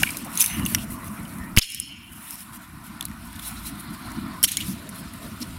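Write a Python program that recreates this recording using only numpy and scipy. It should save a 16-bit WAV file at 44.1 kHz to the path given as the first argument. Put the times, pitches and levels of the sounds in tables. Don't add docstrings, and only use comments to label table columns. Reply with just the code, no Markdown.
import sys
import numpy as np
from scipy import signal
from scipy.io import wavfile
from scipy.ndimage import uniform_filter1d

SR = 44100
rng = np.random.default_rng(int(sys.argv[2]) if len(sys.argv) > 2 else 0)


def to_wav(sig):
    pcm = np.clip(np.atleast_2d(sig), -1, 1) * 32767
    pcm = np.round(pcm).astype(np.int16)
    wavfile.write(sys.argv[1], SR, pcm.T)


def field_ratio(decibels):
    return 10 ** (np.asarray(decibels, dtype=float) / 20)


N = 246078

# t/s, level/dB
TRAFFIC_LEVEL = [(0, -37), (.25, -37), (.59, -32.5), (.9, -41.5), (1.41, -37.5), (1.46, -37.5), (1.57, -38),
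                 (1.61, -47), (2.5, -46), (2.94, -42), (3.6, -40), (3.95, -37), (4.21, -35), (4.27, -33.5),
                 (4.4, -38.5), (4.62, -40), (4.69, -35.5), (4.82, -40), (5.58, -42.5)]
# t/s, level/dB
HEAVY_LEVEL = [(0, 10.5), (.17, -8.5), (.5, -3), (.95, 6), (1.3, -2), (1.75, 2.5), (2.45, -6), (2.75, 2),
               (3.0, -4), (3.25, 2.5), (3.6, 1), (3.72, -10), (4.15, -3), (4.35, -1.5), (4.75, -1.5),
               (4.92, -6), (5.3, -2.5), (5.5, 7)]
# f/Hz, density/dB per Hz
RUMBLE_SPECTRUM = [(8.2, -48), (14, -24), (21, -28), (37, 8), (48, -15), (92, 2), (118, -7.5), (198, 0.5),
                   (316, -7), (380, -22.5), (420, -36.5), (550, -41), (920, -120)]
# f/Hz, density/dB per Hz
ROAD_SPECTRUM = [(350, -73), (590, -19.5), (677, -7.5), (800, -14.5), (986, -3.5), (1160, -6), (1360, -4),
                 (1490, -4.5), (1620, -13.5), (1770, -8.5), (1900, -11.5), (2470, -16), (4180, -120)]
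# f/Hz, density/dB per Hz
HOLLOW_SPECTRUM = [(380, 6), (430, -4.5), (580, -1), (700, 5.5)]
# t/s, strength/1, gate hold/s
DUCKS_AFTER_DROPS = [
    (1.601, 0.86, 2.2),
    (4.441, 0.22, 0.024),
]
# t/s, activity level/dB, pressure/dB (harder = coarser)
GLOVE_MOTION = [(0, -31, -7.5), (.3, -47, -3.5), (.41, -24, -9), (.56, -44.5, -5.5), (.78, -41, -8),
                (.86, -47.5, -6), (1.37, -47, -8), (1.62, -53, -7), (1.75, -45, 1), (1.95, -60.5, -12),
                (2.27, -39.5, -11.5), (2.58, -55.5, -4.5), (3.2, -52, -3.5), (3.56, -44.5, -5),
                (3.86, -49.5, -8.5), (4.05, -48.5, -4.5), (4.48, -52, -3), (4.6, -38.5, -2.5),
                (4.85, -53, -1.5), (5.4, -49.5, -2.5)]
# t/s, length/s, fine level/dB, coarse level/dB re fine
GLOVE_STROKES = [(0.402, 0.032, -21, -16), (.425, 0.038, -29, -11), (.49, 0.15, -39, -25),
                 (0.648, .14, -34, -7.5), (0.778, 0.087, -43, -2), (0.893, 0.071, -39, -13),
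                 (1.029, 0.072, -45, -9), (1.606, 0.056, -44.5, 6), (1.637, 0.078, -53, -11),
                 (2.112, 0.03, -45, -23), (2.27, 0.1, -39, -9), (2.367, 0.083, -44.5, -8),
                 (2.515, 0.076, -43, -9), (2.6, 0.067, -51, -5), (2.824, 0.077, -46.5, -8),
                 (3.23, 0.056, -51, -19), (3.39, 0.15, -36.5, -8), (3.547, 0.067, -50, -1),
                 (3.638, 0.074, -35.5, -6.5), (3.78, 0.042, -43.5, -8), (3.927, 0.035, -46, -3.5),
                 (4.467, 0.037, -33, -1), (4.455, 0.12, -38, -0.5), (4.625, 0.13, -40.5, -18),
                 (4.92, 0.12, -45, -8), (5.115, 0.066, -48, -21), (5.184, 0.12, -48, -10),
                 (5.393, 0.061, -46, -1)]
# f/Hz, density/dB per Hz
FINE_SPECTRUM = [(4120, -25), (7700, -9.5), (9500, -0.5), (11000, 1), (15000, -6), (15850, -9),
                 (15950, -60), (16500, -80)]
COARSE_SPECTRUM = [(1940, -4), (3300, 7.5), (3950, 8.5), (4250, 6.5), (4750, 3.5), (5300, 7), (5750, 5.5),
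                   (6400, 0.5), (7300, 3.5), (9360, 5.5), (15800, -120)]
DULL_SPECTRUM = [(1060, -13.5), (1800, 2.5), (2440, 6.5), (2680, 6.5), (2910, 6.5), (3400, -7.5),
                 (4420, -41), (7480, -120)]
# t/s, length/s, f/Hz, width/Hz, level/dB
RATTLES_AND_BUMPS = [(.47, .105, 6150, 170, -41), (.062, .022, 2400, 300, -29), (1.612, .023, 4400, 910, -36),
                     (1.617, .016, 5300, 250, -32), (4.572, .026, 2250, 120, -35),
                     (4.604, .034, 3200, 1300, -37), (1.86, .25, 2500, 700, -51), (.42, .05, 6200, 250, -37),
                     (.6, .07, 2860, 160, -44.5), (.77, .05, 2860, 490, -41.5), (4.3, .12, 1030, 57, -39.5),
                     (.25, .038, 560, 500, -40), (1.085, .065, 215, 5.9, -29), (4.49, .09, 3500, 1100, -41),
                     (.47, .15, 2100, 900, -37), (1.15, .1, 2200, 500, -48), (1.37, .16, 1880, 160, -45),
                     (4.66, .097, 5500, 2700, -45), (2.44, .17, 1050, 260, -49.5), (.46, .13, 10100, 600, -40),
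                     (.48, .16, 2880, 220, -41.5), (.396, .014, 3700, 150, -31), (.396, .03, 2500, 200, -34),
                     (.404, .022, 5300, 200, -34), (4.525, .045, 6800, 2500, -44),
                     (4.475, .025, 3400, 900, -37), (4.05, .05, 85, 20, -33), (5.4, .05, 250, 50, -34),
                     (5.04, .07, 70, 20, -38), (.02, .02, 700, 500, -33), (.93, .12, 250, 40, -38),
                     (.86, .38, 1080, 150, -44), (.99, .08, 1950, 200, -47), (.25, .11, 1100, 200, -43),
                     (0, .03, 6500, 900, -40), (3.43, .08, 4050, 250, -48), (3.56, .05, 4050, 250, -50),
                     (3.64, .05, 4050, 250, -47), (5.412, .022, 5200, 2200, -36), (2.29, .17, 5400, 600, -54),
                     (1.95, .3, 2950, 450, -56), (.376, .1, 6250, 200, -41), (.375, .03, 10000, 500, -37)]
# t/s, level/dB
GRIT_TICKS = [(.004, -54), (.2064, -53), (0.247, -42), (.3167, -44), (.9048, -43.5), (1.043, -44),
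              (1.2305, -49), (1.3845, -44.5), (2.1314, -50), (2.175, -61), (2.5326, -50), (3.2024, -60),
              (3.3565, -48), (3.7973, -44.5), (3.945, -55), (4.1175, -47), (4.8903, -43), (4.946, -50),
              (5.1357, -48)]
# t/s, body level/dB, f/Hz, edge level/dB re body, ring/ms
GATHERED_CONTACTS = [(.0329, -11, 2360, -25, 26), (.033, -12.5, 2800, -29, 22), (.031, -20, 6830, 8, 18),
                     (.0332, -11, 1600, -21, 22), (.0692, -22, 2280, -18, 33), (.0895, -25, 2370, -17, 65),
                     (.1048, -29, 5000, -3, 28), (.105, -25.5, 8600, -13, 30), (.1459, -33, 2350, -17, 59),
                     (.1699, -31.5, 6440, 9, 29), (.170, -29.5, 4080, -15, 32), (.354, -34, 5300, 8, 30),
                     (.3733, -25, 3700, -3, 17), (.3744, -17.5, 6380, 3.5, 28), (.3975, -19, 7000, -1, 39),
                     (.4012, -26, 3700, 11, 40), (.404, -25, 2460, 12, 37), (.4067, -23, 5430, 16, 37),
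                     (.4095, -38, 7000, 19, 15), (.4122, -14, 6200, -2, 49), (.4134, -22, 3650, 4, 43),
                     (.4175, -28, 5400, 4, 30), (.4228, -24, 5530, 12, 25), (.429, -30, 6200, 6, 20),
                     (.4412, -20, 2500, 3, 18), (.4448, -36, 6140, 16, 30), (.449, -28, 6200, 0, 35),
                     (.4604, -21, 6200, 8, 26), (.461, -27, 3700, -15, 20), (.595, -26, 1970, -6, 53),
                     (.652, -24, 6340, -6, 29), (.6612, -20.5, 2820, 1, 48), (.7475, -10, 5660, -8, 25),
                     (.7476, -17.5, 2030, -16, 30), (.7476, -11.5, 11800, -11, 25),
                     (.7476, -14, 2860, -20, 30), (.7837, -30, 2960, -3, 31), (1.0815, -42, 6400, -12, 30),
                     (1.252, -36.5, 3030, -12, 38), (1.279, -55, 6000, 12, 30), (1.292, -62, 6000, 8, 30)]
# t/s, body level/dB, f/Hz, edge level/dB re body, ring/ms
BIG_CONTACTS = [(1.5648, -20, 4930, 0, 16), (1.565, -24, 1410, -20, 18), (1.5654, -21, 2880, -11, 17),
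                (1.5672, -18, 5270, -10, 22), (1.5729, -11.5, 2750, -12, 48), (1.5732, -8, 2270, -22, 30),
                (1.5822, -5, 3120, -7.5, 18), (1.5865, -4.5, 5200, -4, 11), (1.587, -7, 6660, -18, 22),
                (1.5917, -15, 2480, -25, 20), (1.5922, -13, 5200, -6, 11), (1.5935, -28, 3060, -17, 48),
                (1.6132, -26, 4100, -17, 11), (1.6158, -23, 3470, -15, 19), (1.6176, -32, 4800, -11, 10),
                (1.6195, -27, 3400, -15, 23), (1.6238, -24, 5300, -10, 33), (1.627, -24.5, 5070, -13, 29),
                (1.631, -31, 3220, -2, 19), (1.702, -51, 3000, 22, 19), (1.72, -31, 5200, 1, 23),
                (1.746, -43, 5340, 18, 30), (1.7995, -45.5, 5400, 28.5, 20), (2.3072, -36, 5427, 9.5, 19),
                (2.355, -42, 5660, 11, 26), (2.4054, -38, 5230, 4, 19)]
# t/s, body level/dB, f/Hz, edge level/dB re body, ring/ms
PLATE_CONTACTS = [(3.009, -22.5, 3570, -2, 18), (3.0093, -40, 3030, -17, 18), (3.0257, -30, 4040, 2, 22),
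                  (3.0405, -40, 3950, -15, 28), (3.0528, -34, 4240, 12.5, 25), (3.063, -41, 4000, -15, 24),
                  (3.0834, -41, 2130, 0, 31), (3.1137, -38, 2000, -4, 28), (3.3293, -47.5, 2290, 13, 12),
                  (3.3622, -39, 3500, 3, 16), (3.3916, -36, 3570, 2, 15), (3.395, -33, 3540, 0, 22),
                  (3.665, -40, 3940, -1, 16), (3.672, -42, 5300, 4, 16), (3.677, -40, 4000, 4, 12),
                  (3.706, -53, 4000, 12, 20)]
# t/s, body level/dB, f/Hz, edge level/dB re body, ring/ms
LAST_CONTACTS = [(4.4292, -18.5, 5500, 4, 41), (4.4297, -29, 3120, -15, 42), (4.433, -26, 4370, 5, 35),
                 (4.4368, -19, 7500, 12, 18), (4.4388, -12, 3190, 3, 46), (4.439, -15, 5170, -15, 17),
                 (4.4412, -13, 7300, 0, 20), (4.4436, -12.5, 7420, -3, 23), (4.444, -14.5, 3210, -1, 33),
                 (4.4425, -18, 1580, -19, 18), (4.4475, -15.5, 4500, -4, 20), (4.4505, -21.5, 5670, 3, 62),
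                 (4.453, -33, 3020, 0, 27), (4.485, -31, 6400, -5, 40), (4.487, -27, 3300, -7, 32),
                 (4.5174, -27.5, 6660, 9, 40), (4.5694, -26, 4200, 10, 42), (4.57, -16.5, 3450, -4, 10),
                 (4.571, -19.5, 6750, -12, 31), (4.6044, -25, 2980, -6, 42), (4.6085, -23, 2920, -4, 26),
                 (4.624, -30, 2900, -8, 33), (5.4035, -42, 5100, 5, 30), (5.414, -41, 5550, 2, 27),
                 (5.4235, -32, 4280, -9, 38), (5.427, -26.5, 5520, -8, 29)]
# t/s, level/dB, push/ms, pull/ms
AIR_PUSHES = [
    (1.5738, -12.5, 0.35, 2.75),
    (1.583, -11, 1.1, 3.9),
    (1.5872, -21, 2.4, 3),
    (1.596, -47, 4.8, 32),
    (0.62, -25.5, 3.8, 8.2),
    (.0325, -30, 0.42, 0.61),
    (4.442, -30, 0.75, 3),
]
# t/s, level/dB, f/Hz
EDGE_SNAPS = [(.4015, -11, 11000), (.4075, -10, 9500), (.4235, -12, 11500), (.4454, -18, 10500),
              (.7481, -8, 8500), (1.5736, -4, 12500), (1.5741, -7, 14400), (1.5827, -3, 12000),
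              (1.5832, -5, 14400), (2.3074, -24, 9000), (4.118, -32, 6000), (4.4296, -2, 13000),
              (4.4302, -10, 14500), (4.4392, -7, 11000), (4.4446, -3, 13500), (4.5708, -12, 8000),
              (4.5702, -18, 14500), (.105, -26, 6500), (3.053, -26, 9000), (.4611, -13, 12000),
              (.4137, -10, 11500), (.4328, -20, 9000), (1.7465, -29, 11000), (1.7998, -20, 12000),
              (.17, -29, 9500), (.3748, -16, 11000), (3.3295, -33, 9000)]
# f/Hz, width/Hz, level/dB
SHELL_MODES = [(2380, 300, -47.5), (2800, 23, -43.5), (3020, 106, -41), (3270, 50, -48), (4280, 210, -50.5),
               (5280, 200, -42), (6740, 430, -50.5), (9800, 850, -44), (3700, 3100, -55)]
# f/Hz, density/dB per Hz
CAR_SPECTRUM = [(1900, -42), (2900, -1.5), (4160, 3.5), (5300, -5), (5900, -34), (7000, -60)]

ROAD_DB, ROAD_FOLLOW, HOLLOW_DB, HOLLOW_FOLLOW = -46, 0.6, -54.5, 0.04
RUMBLE_DUCK_DB, RUMBLE_BACK_S, ROAD_DUCK_DB, ROAD_BACK_S = 30, 0.1, 40.5, 0.23
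GATE_DB, GATE_BACK_S, HEAVY_HZ, GUST_DB = 28, 0.84, 153, 1
DULL_DB, DULL_FOLLOW, DULL_PRESS = -54, 0.93, 0.72
GRIT_HZ, GRIT_EDGE_DB, GRIT_RING_MS = 2000, 9.5, 56
GATHERED_SIDE, BIG_SIDE, PLATE_SIDE, LAST_SIDE, GRIT_SIDE = 0.19, 0.28, 0.84, 0.47, 0.53
PORT_HZ, PORT_WIDTH_HZ = 10320, 1640
SNAP_MS, SHELL_S, SHELL_RESTS_S = 3.5, 1.6, 0.26
ENGINE_S, ENGINE_DB, ENGINE_RISE_DB_S, ENGINE_FALL_DB_S = 3.69, -40, 15.5, 72
ENGINE_HZ, ENGINE_SAG_HZ_S = 56.6, 0.555
CAR_S, CAR_DB, CAR_RISE_DB_S, CAR_FALL_DB_S = 3.94, -52.5, 10, 2.5


def evened(x):
    return x / np.sqrt(np.mean(x ** 2) + 1e-20)


def add(mix, s, sound):
    part = mix[max(round(s * SR), 0):][:len(sound)]
    part += sound[:len(part)]


def curve(rows, index):
    rows = np.array(rows)
    return np.interp(np.arange(N) / SR, rows[:, 0], rows[:, index])


def resonate(x, hz, width_hz):
    r = np.exp(-np.pi * width_hz / SR)
    return signal.lfilter([1, 0, -1], [1, -2 * r * np.cos(2 * np.pi * hz / SR), r * r], x)


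def noise(spectrum, size, patchy_db, flicker_db, grain_db=0.):
    hop = size // 4
    frames, hz = N // hop + 5, np.fft.rfftfreq(size, 1 / SR)
    grains = field_ratio(grain_db * np.minimum(rng.exponential(1, frames * hop), 5))
    source = rng.standard_normal(frames * hop) * grains
    z = signal.stft(source, nperseg=size, noverlap=size - hop)[2]
    patches = uniform_filter1d(rng.standard_normal(z.shape), size=5, axis=0)
    patches = evened(uniform_filter1d(patches, size=10, axis=1))
    flicker = evened(uniform_filter1d(rng.standard_normal(z.shape[1]), size=8))
    f, db = np.transpose(spectrum)
    colour = np.interp(np.log(hz + 1), np.log(f), db, -120, -120)
    z = z * field_ratio(colour[:, None] + patchy_db * patches + flicker_db * flicker)
    return evened(signal.istft(z, nperseg=size, noverlap=size - hop)[1][:N])


def traffic():
    t, swing = np.arange(N) / SR, curve(TRAFFIC_LEVEL, index=1) + 40
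    rumble_db = swing - 38.5
    road_db = ROAD_DB + ROAD_FOLLOW * swing
    gate = np.zeros(N)
    for s, strength, hold_s in DUCKS_AFTER_DROPS:
        since = np.maximum(t - s, 0)
        ducked = strength * (t > s)
        rumble_db = rumble_db - ducked * RUMBLE_DUCK_DB * np.exp(-since / RUMBLE_BACK_S)
        road_db = road_db - ducked * ROAD_DUCK_DB * np.exp(-since / ROAD_BACK_S)
        gate += (since > 0) * np.clip(1 - (since - hold_s) / (ducked * GATE_BACK_S + 1e-9), 0, 1)
    hollow_db = HOLLOW_DB + HOLLOW_FOLLOW * swing - GATE_DB * gate
    rumble = field_ratio(rumble_db) * noise(RUMBLE_SPECTRUM, size=2048, patchy_db=.9, flicker_db=3.4)
    deep = signal.sosfiltfilt(signal.butter(2, HEAVY_HZ, fs=SR, output="sos"), rumble)
    rumble = rumble + (field_ratio(curve(HEAVY_LEVEL, index=1)) - 1) * deep
    road = field_ratio(road_db) * noise(ROAD_SPECTRUM, size=1024, patchy_db=2.0, flicker_db=0.55)
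    hollow = field_ratio(hollow_db) * noise(HOLLOW_SPECTRUM, size=2048, patchy_db=0.5, flicker_db=-3.2)
    return rumble + road + hollow


def rustle():
    busy, press = curve(GLOVE_MOTION, index=1), curve(GLOVE_MOTION, index=2)
    dull_db = DULL_DB + DULL_FOLLOW * (busy + 45) + DULL_PRESS * (press + 7)
    power = field_ratio(2 * np.array([busy - 1.5, busy + press, dull_db]))
    for s, length_s, fine_db, coarse_re_fine_db in GLOVE_STROKES:
        stroke = signal.windows.tukey(round(max(length_s, .01) * SR), .8) ** 2
        coarse_db = fine_db + coarse_re_fine_db
        for layer, db in zip(power, (fine_db, coarse_db, coarse_db - 7.0)):
            add(layer, s, field_ratio(2 * db) * stroke)
    fine = noise(FINE_SPECTRUM, size=256, patchy_db=1.7, flicker_db=1.5, grain_db=3)
    coarse = noise(COARSE_SPECTRUM, size=512, patchy_db=2.8, flicker_db=1.5, grain_db=2.6)
    dull = noise(DULL_SPECTRUM, size=512, patchy_db=.7, flicker_db=.6)
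    return (np.sqrt(power) * [fine, coarse, dull]).sum(0)


def rattles():
    out = np.zeros(N)
    for s, length_s, hz, width_hz, db in RATTLES_AND_BUMPS:
        shake = resonate(rng.standard_normal(SR // 2), hz, width_hz)
        shake = evened(resonate(shake, hz, 2 * width_hz))[:round(length_s * SR)]
        fade = signal.windows.tukey(len(shake), .6) * np.linspace(1.2, .5, len(shake))
        add(out, s, field_ratio(db) * shake * fade)
    return out


def clack(body_db, hz, edge_db, ring_ms, side):
    noises, spread = rng.standard_normal((2, 2600)), rng.uniform(1.0, 1.01, size=10)
    t = np.arange(2600) / SR
    t60 = np.clip(ring_ms / 1000, .004, .1)
    rise = np.minimum(t / 0.0003, 1)
    blow = np.exp(-t / 0.0003)
    chatter = noises[0] * rise * (blow + 1.6 * field_ratio(-60 * t / (0.9 * t60)))
    chatter[4] += 14
    ring = resonate(chatter, hz, 4.2 / t60 + 60)
    neighbours = np.clip(hz * np.array([.72, .86, 1.2, 1.45, 1.8]) * spread[:5], 1400, 7500)
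    others = sum(resonate(chatter, f, 1400) for f in neighbours)
    body = ring / abs(ring).max() + side * others / abs(others).max()
    body = body * np.exp(-(t / (.33 * t60)) ** 3)
    fizz = noises[1] * rise * (blow + 0.36 * field_ratio(-60 * t / (0.65 * t60)))
    fizz[4] += 1.5
    stiff_hz = np.array([10100, 10300, 9400, 11800, 12600]) * spread[5:]
    slivers = sum(resonate(fizz, f, 350) for f in stiff_hz)
    port = resonate(fizz, PORT_HZ, PORT_WIDTH_HZ)
    air = resonate(resonate(fizz, 11000, 5000), 11800, 9900)
    edge = evened(port) + 0.4 * evened(air) + 0.28 * evened(slivers)
    return field_ratio(body_db + 2.3) * body + field_ratio(body_db + edge_db + 7.0) * edge / abs(edge).max()


def contacts():
    out = np.zeros(N)
    grit = [(s, db, GRIT_HZ, GRIT_EDGE_DB, GRIT_RING_MS) for s, db in GRIT_TICKS]
    heaps = [(GATHERED_CONTACTS, GATHERED_SIDE), (BIG_CONTACTS, BIG_SIDE), (PLATE_CONTACTS, PLATE_SIDE),
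             (LAST_CONTACTS, LAST_SIDE), (grit, GRIT_SIDE)]
    for heap, side in heaps:
        for s, body_db, hz, edge_db, ring_ms in heap:
            add(out, s + .0005, clack(body_db, hz, edge_db, ring_ms, side))
    return out


def yard(x):
    at = np.arange(150, SR // 2, 22)
    signs = rng.choice([-1., 1.], len(at))
    taps = np.zeros(SR)
    taps[at + rng.integers(0, 22, len(at))] = signs * field_ratio(-60 * at / SR / 1.3)
    return signal.fftconvolve(x, taps / np.linalg.norm(taps))[:N]


def air_pushes():
    out, t = np.zeros(N), np.arange(SR) / SR
    onset = np.sin(np.pi / 2 * np.minimum(t / 0.00065, 1)) ** 2
    for s, db, push_ms, pull_ms in AIR_PUSHES:
        swing = (1 - 1000 * t / push_ms) * np.exp(-(1000 * t / pull_ms) ** 2)
        add(out, s, field_ratio(db) * swing * onset)
    return out


def snaps():
    out, t = np.zeros(N), np.arange(400) / SR
    for s, db, hz in EDGE_SNAPS:
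        turn = 2 * np.pi * hz * t
        crack = np.sin(turn) + 0.37 * np.sin(0.694 * turn) + 0.33 * np.sin(1.1 * turn)
        add(out, s, field_ratio(db - 60000 * t / SNAP_MS) * crack / 1.4)
    return out


def shell():
    out, t = np.zeros(N), np.arange(SR) / SR
    for hz, width_hz, db in SHELL_MODES:
        t60 = 2.2 * (3000 / hz) ** 0.2
        rests_s = SHELL_RESTS_S * (3000 / hz) ** 0.83 + 0.22
        wobble_db = 3.4 * evened(uniform_filter1d(rng.standard_normal(SR), size=900))
        ring = resonate(rng.standard_normal(SR), hz, width_hz)
        ring = evened(resonate(ring, hz, 3 * width_hz))
        envelope = np.minimum(t / 0.025, 1) / (1 + (t / rests_s) ** 6)
        add(out, SHELL_S, ring * field_ratio(db + wobble_db - 60 * t / t60) * envelope)
    return out


def engine():
    near = np.arange(N) / SR - ENGINE_S
    db = ENGINE_DB + np.minimum(ENGINE_RISE_DB_S * near, -ENGINE_FALL_DB_S * near)
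    return np.sin(2 * np.pi * np.cumsum(ENGINE_HZ - ENGINE_SAG_HZ_S * near) / SR) * field_ratio(db)


def car():
    near = np.arange(N) / SR - CAR_S
    db = CAR_DB + np.minimum(CAR_RISE_DB_S * near, -CAR_FALL_DB_S * near)
    return field_ratio(db) * noise(CAR_SPECTRUM, size=1024, patchy_db=2.4, flicker_db=1)


def scene():
    far = traffic() + engine() + car()
    scraps = rattles() + contacts()
    near = rustle() + scraps + field_ratio(-28.0) * yard(scraps) + air_pushes() + shell()
    drift = uniform_filter1d(uniform_filter1d(rng.standard_normal(N), size=1500), size=1500)
    gusts = field_ratio(GUST_DB * evened(drift))
    dulled = signal.oaconvolve(gusts * far + near, signal.firwin(511, 15870, fs=SR), "same")
    return (dulled + snaps())[None]


def top_cut(x):
    return signal.sosfilt(signal.butter(12, 16720, fs=SR, output="sos"), x)


def record(dry):
    edge = signal.firwin(255, 16600, fs=SR)[None]
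    limited = np.clip(dry, -.96, .96)
    return top_cut(signal.oaconvolve(limited, edge, "same"))


dry = scene()
out = record(dry)
to_wav(out)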